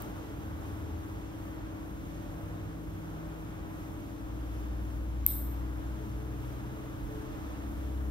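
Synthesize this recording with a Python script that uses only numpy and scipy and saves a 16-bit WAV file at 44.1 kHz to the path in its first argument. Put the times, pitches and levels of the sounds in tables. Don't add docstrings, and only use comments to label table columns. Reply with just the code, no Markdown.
import sys
import numpy as np
from scipy import signal
from scipy.fft import rfft, irfft, next_fast_len
from scipy.io import wavfile
from scipy.ndimage import uniform_filter1d, minimum_filter1d

SR = 44100
rng = np.random.default_rng(int(sys.argv[2]) if len(sys.argv) > 2 else 0)


def put_to_file(sound):
    columns = np.atleast_2d(sound).T
    safe = np.clip(columns, -1, 1)
    whole_steps = np.round(safe * 32767)
    wavfile.write(sys.argv[1], SR, whole_steps.astype(np.int16))


N = 357410
T = np.arange(N) / SR
M = 2 * next_fast_len(N // 2 + 1)
F = np.maximum(np.arange(M // 2 + 1) * SR / M, 1)
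SIDES = np.array([[1], [-1]])

# f/Hz, likeness (0-1)
PORT_LIKENESS = [(60, .88), (200, .7), (320, .75), (500, .3), (1200, .55), (2500, .5), (4500, .25),
                 (6000, .6), (7800, .82), (11400, .62), (11900, 1)]
# f/Hz, left lead/rad
PORT_LEAD = [(60, .3), (400, .5), (600, 1.5), (1290, 2.3), (1720, 1.8), (2600, 3.1), (4000, 5.5),
             (7000, 9.4), (11400, 11.5), (11900, 4 * np.pi)]
# f/Hz, left minus right/dB
PORT_PAN = [(60, -3.5), (110, 1), (200, 0), (380, 1.5), (700, -3.5), (1290, 1.5), (2380, 0), (4400, -3),
            (8120, 5), (15000, -3)]

# t/s, firing-rate level/dB, second-multiple level/dB
TRUCK_LEVEL = [(0, -51, -51), (3.3, -49, -56), (4.15, -47, -53), (4.45, -37.5, -50.5), (5.1, -33.5, -52),
               (5.65, -35, -49.5), (6.1, -40.5, -44.5), (6.5, -39.5, -44), (6.65, -48, -43),
               (7.3, -53, -49), (7.47, -45, -56), (7.8, -36, -53), (8.1, -32, -49)]
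IDLE_HZ, PULL_AWAY_S, CLIMB_HZ_PER_S = 57.7, 3.5, 1.6
# middle t/s, length/s (between -6 dB points), f/Hz, glide/(Hz/s), peak level/dB
ENGINE_SWELLS = [(.531, .45, 77.5, 3, -45), (.941, .35, 81, 8, -40.5), (.401, .56, 155, 6, -54),
                 (2.161, .42, 46, 0, -47), (2.75, .9, 98, 0, -49), (2.841, 1.9, 160.8, 0, -47),
                 (.551, .8, 216.5, .5, -55), (5.301, 1.2, 215.5, 0, -56), (6.101, .4, 216.5, 0, -52),
                 (6.721, .45, 216.5, -.5, -52), (7.831, .74, 216, .5, -51.5), (.2, .3, 433, 0, -58),
                 (.8, .35, 433, 0, -57), (1.15, .15, 433, 0, -57), (6.021, .1, 433, 0, -53),
                 (6.281, .36, 433, 0, -54), (6.801, .26, 432, -1, -54.5), (7.201, .22, 433, -.5, -50),
                 (7.951, .3, 432, -2, -54)]
SWELL_EDGE = 2.6

# f/Hz, level/dB, left minus right/dB, left lead/rad
MOTOR_LINES = [(99.97, -50.5, -4, 0.34), (199.7, -63, -8, 1.2), (270.3, -64, 16, 0.46),
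               (284.2, -54, 2, 0.23), (301.4, -56.5, -5, 0.38), (319.1, -49, 8.5, 0.73),
               (550, -66.5, -4.5, 1.9), (592.4, -65, -11.5, 1.7)]
LOW_WAVER_DB, FIRM_WAVER_DB, HIGH_WAVER_DB = 1.96, 0.9, 4
HUM_DRIFT_RATIO = .002
HUM_SWELL_SHARE = 2.56

# f/Hz, density/dB
AIR_SPECTRUM = [(20, -30), (32, -18), (48, -2.5), (100, -5), (130, -10.5), (170, -10), (210, -9.5),
                (247, -16), (290, -13), (340, -15), (600, -19.5), (900, -21), (1300, -22.5), (1650, -28),
                (1950, -31), (2500, -33.5), (3400, -36.5), (4500, -44), (6500, -41), (8200, -44),
                (10000, -46.5), (12200, -43.5), (15700, -50)]
# t/s, level/dB
RUMBLE_LEVEL = [(0, -56), (.8, -54), (1.7, -53), (2.2, -53), (4.2, -55), (5.05, -48), (6.7, -51.5),
                (7.1, -44), (8.1, -51)]
AIR_DB, AIR_TOP_HZ = -42.5, 15720
RUMBLE_HZ, RUSH_HZ, TREBLE_HZ = 55, 490, 2310
LULL_S, SINK_DB_PER_S, GROW_DB_PER_S = 3.1, 0.35, 0.39
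RUSH_SHARE = 0.76
FLICKER_DB = 1.18

# t/s, lift/dB (before rise and fade), rise/s, fade/s
CLOTH_RUSTLES = [(0, 7.5, 0.0018, 0.076), (.15, 3.5, 0.011, 0.056), (.39, 3, .015, 0.067),
                 (.6, 4.5, 0.038, 0.17), (.97, 0, .01, .05)]
RUSTLE_HZ, RUSTLE_TOP_HZ = 1710, 7500
RUSTLE_LOW_SHARE, RUSTLE_MID_SHARE, RUSTLE_TOP_SHARE = 0.7, 0.89, 0.93

TICK_S, TICK_DB, TICK_HZ, TICK_FADE_S = 0.021, -34.5, 9000, 0.0009

# f/Hz, density/dB
ECHO_SPECTRUM = [(1500, -45), (2200, -20), (2700, -35), (3300, -25), (3900, -21), (4600, -28),
                 (5500, -27.5), (6900, -31), (7700, -10.5), (9000, -16.5), (10400, -14), (12300, -6.5),
                 (13100, -6), (13800, 4.5), (14400, -9), (14700, -25), (15000, -58)]
# f/Hz, likeness (-1 to 1)
ECHO_PORT_LIKENESS = [(2600, .6), (3600, .4), (4500, -.2), (5500, .6), (6900, .97), (9000, .9), (11000, .6),
                      (12000, .68), (12800, .88), (13500, .99)]
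ECHO_DELAY_S, ECHO_DB = .011, -27.5
ECHO_SPLIT_HZ, ECHO_T60_LOW_S, ECHO_T60_HIGH_S = 10000, 0.59, 0.45
SCATTER_DB, SCATTER_DELAY_S, SCATTER_FADE_S = 4, .001, .008
FILL_LOW, FILL_HIGH, FILL_S = .15, .55, .05
RETURN_DB, RETURN_HZ = -22, 14600

CRACK_DB, CRACK_LOW_HZ, CRACK_HIGH_HZ = -32.5, 800, 7000
CRACK_FADE_S, CRACK_LAG_S = .0012, 5e-5

# f/Hz, level/dB (relative to the blow), T60/s, left lead/rad
SNIP_MODES = [(13250, -6, .0045, .5), (13700, 2, .0042, .4), (14200, -6, .0045, .3),
              (12000, -14, .003, 1.2), (11000, -22, .005, 1.5), (10200, -18, .0035, 1.8),
              (9200, -17, .0035, 2.2), (8450, -15, .0055, 2.4), (7450, -26, .007, 2.),
              (2190, -36, .014, .3), (4500, -37, .004, 2.4), (1500, -39, .004, .2), (15900, -23, .003, .3)]
SNIP_S, SNIP_DB, SNIP_RISE_S, SNIP_PAN_DB = 5.2642, 10.5, .00036, 1

LIMIT_DB, LIMIT_RATIO, LIMIT_RELEASE_S, LIMIT_HOLD_SAMPLES = -20, 1.6, .0012, 265
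MONO_HZ, TOP_HZ = 13600, 16800


def undb(db):
    return 10 ** (np.asarray(db) / 20)


def along(table, hz=F):
    at, value = np.transpose(table)
    return np.interp(np.log(hz), np.log(np.maximum(at, 1)), value)


def low_pass(hz, order):
    return 1 / (1 + (F / hz) ** order)


def high_pass(hz, order):
    return 1 / (1 + (hz / F) ** order)


def walk(rate_hz):
    k = int(SR / rate_hz)
    steps = np.repeat(rng.standard_normal(N // k + 1), k)
    return uniform_filter1d(uniform_filter1d(steps, k), k)[:N]


def wave(spectrum):
    return irfft(spectrum, M)[..., :N]


def noise(shape, alike, lead_rad=None):
    lead_rad = along(PORT_LEAD) if lead_rad is None else lead_rad
    alike = np.clip(alike, -1, 1)
    left, other = rfft(rng.standard_normal((2, M)))
    right = alike * left * np.exp(-1j * lead_rad) + np.sqrt(1 - alike ** 2) * other
    pair = np.array([left, right]) * shape * undb(SIDES * along(PORT_PAN) / 2)
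    return pair / np.sqrt(np.mean(wave(pair) ** 2))


def tone(hz, db, pan_db, lead_rad):
    phase = 2 * np.pi * (np.cumsum(hz * np.ones(N)) / SR + rng.random())
    return np.sqrt(2) * undb(db + SIDES * pan_db / 2) * np.sin(phase + SIDES * lead_rad / 2)


def truck():
    s, db, second_db = np.transpose(TRUCK_LEVEL)
    hz = IDLE_HZ + CLIMB_HZ_PER_S * np.maximum(T - PULL_AWAY_S, 0)
    hz = hz * (1 + 0.0027 * walk(6))
    out = 0
    for k, level_db in enumerate((db, second_db), 1):
        unsteady_db = np.interp(T, s, level_db) + 0.43 * walk(6.9)
        out = out + tone(k * hz, unsteady_db, 2.4, k * 0.35)
    return out


def swells():
    out = 0
    for s, length_s, hz, glide, db in ENGINE_SWELLS:
        fade_db = -6 * np.minimum(np.abs(2 * (T - s) / length_s), 4) ** SWELL_EDGE
        pitch = hz + glide * np.clip(T - s, -length_s, length_s)
        pitch = pitch * (1 + 0.0019 * walk(6.02))
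        waver_db = (3.5 if hz > 400 else .7) * walk(9.6)
        out = out + tone(pitch, db + fade_db + waver_db, 1.7, hz * 0.0026)
    return out


def lull_db():
    return np.maximum(SINK_DB_PER_S * (LULL_S - T), GROW_DB_PER_S * (T - LULL_S))


def hum():
    out = 0
    for hz, db, pan_db, lead_rad in MOTOR_LINES:
        if hz > 400:
            waver_db = HIGH_WAVER_DB * walk(9)
        else:
            waver_db = (FIRM_WAVER_DB if hz > 310 else LOW_WAVER_DB) * walk(3.065)
        swell_db = HUM_SWELL_SHARE * lull_db() * (250 < hz < 310)
        pitch = hz * (1 + HUM_DRIFT_RATIO * walk(4))
        out = out + tone(pitch, db + waver_db + swell_db, pan_db, lead_rad)
    return out


def rustle_db():
    total_db = 0
    for s, db, rise_s, fade_s in CLOTH_RUSTLES:
        rise = (T >= s) * (1 - np.exp(-np.abs(T - s) / rise_s))
        total_db = total_db + db * rise * np.exp(-np.maximum(T - s, 0) / fade_s)
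    return total_db


def air():
    pair = noise(undb(along(AIR_SPECTRUM)) * (F < AIR_TOP_HZ), along(PORT_LIKENESS)) * undb(AIR_DB)
    low, upper, high = low_pass(RUMBLE_HZ, 6), high_pass(RUSH_HZ, 4), high_pass(TREBLE_HZ, 4)
    lifted, top = low_pass(RUSTLE_HZ, 6), high_pass(RUSTLE_TOP_HZ, 4)

    s, db = np.transpose(RUMBLE_LEVEL)
    rumble = undb(np.interp(T, s, db - np.median(db))) * wave(pair * low)
    steady = wave(pair * (1 - low - upper))

    swell_db, lift_db = lull_db(), rustle_db()
    middle = pair * (upper - high)
    rush = wave(middle * (1 - lifted)) + undb(RUSTLE_LOW_SHARE * lift_db) * wave(middle * lifted)
    rush = undb(RUSH_SHARE * swell_db + FLICKER_DB * walk(5)) * rush

    treble = 0
    for band, share in ((1 - top, RUSTLE_MID_SHARE), (top, RUSTLE_TOP_SHARE)):
        level_db = swell_db + share * lift_db + FLICKER_DB * walk(9)
        treble = treble + undb(level_db) * wave(pair * high * band)
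    return rumble + steady + rush + treble


def tick():
    burst = wave(noise((F < AIR_TOP_HZ) * high_pass(TICK_HZ, 8), along(PORT_LIKENESS)))
    return undb(TICK_DB) * burst * (T >= TICK_S) * np.exp(-np.maximum(T - TICK_S, 0) / TICK_FADE_S)


def echo():
    pair = noise(undb(along(ECHO_SPECTRUM)), along(ECHO_PORT_LIKENESS))
    t = np.maximum(T - SNIP_S - ECHO_DELAY_S, 0)
    before_wall = (T > SNIP_S + SCATTER_DELAY_S) * (t == 0)
    scatter = undb(SCATTER_DB) * before_wall * np.exp(-np.abs(T - SNIP_S) / SCATTER_FADE_S)
    low = low_pass(ECHO_SPLIT_HZ, 6)
    out = 0
    for band, t60_s, fill in ((low, ECHO_T60_LOW_S, FILL_LOW), (1 - low, ECHO_T60_HIGH_S, FILL_HIGH)):
        build_up = scatter + (t > 0) * (1 - fill * np.exp(-t / FILL_S))
        out = out + build_up * wave(pair * band) * undb(-60 * t / t60_s)
    return undb(ECHO_DB) * out


def ring_return():
    return wave(rfft(snip(SNIP_S + ECHO_DELAY_S, RETURN_DB), M) * low_pass(RETURN_HZ, 40))


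def crack():
    t = np.maximum(T - SNIP_S, 0)
    shape = low_pass(CRACK_HIGH_HZ, 4) * high_pass(CRACK_LOW_HZ, 4)
    burst = wave(noise(shape, 0.73, 2 * np.pi * F * CRACK_LAG_S))
    return undb(CRACK_DB) * burst * t / CRACK_FADE_S * np.exp(1 - t / CRACK_FADE_S)


def snip(s, blow_db):
    part = slice(int(s * SR), int(s * SR) + 2000)
    t = np.maximum(T - s, 0)[part]
    out = np.zeros((2, N))
    for hz, db, t60_s, lead_rad in SNIP_MODES:
        fade = np.exp(-np.log(1000) * t / t60_s) * (1 - np.exp(-(t / SNIP_RISE_S) ** 2))
        phase = 2 * np.pi * hz * (t - SNIP_RISE_S) + SIDES * lead_rad / 2
        out[:, part] += undb(blow_db + db + SIDES * SNIP_PAN_DB / 2) * fade * np.sin(phase)
    return out


def scene():
    background = truck() + swells() + hum() + air() + tick()
    return background + echo() + ring_return() + crack() + snip(SNIP_S, SNIP_DB)


def record(dry):
    over = np.log(np.maximum(np.abs(dry).max(axis=0) / undb(LIMIT_DB), 1e-9))
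    over = -minimum_filter1d(-over, size=LIMIT_HOLD_SAMPLES, origin=LIMIT_HOLD_SAMPLES // 2)
    k = np.arange(N) / (LIMIT_RELEASE_S * SR)
    held = np.maximum.accumulate(over + k) - k
    gain = np.exp(-(1 - 1 / LIMIT_RATIO) * np.log1p(np.exp(held)))
    gain = minimum_filter1d(gain, size=120)
    gain = uniform_filter1d(uniform_filter1d(gain, size=60), size=60)
    mid, side = (dry[0] + dry[1]) / 2, (dry[0] - dry[1]) / 2
    side = wave(rfft(side, M) * low_pass(MONO_HZ, 60))
    top_cut = signal.ellip(8, .2, 70, TOP_HZ, fs=SR, output="sos")
    return signal.sosfilt(top_cut, (mid + SIDES * side) * gain)


dry = scene()
out = record(dry)
put_to_file(out)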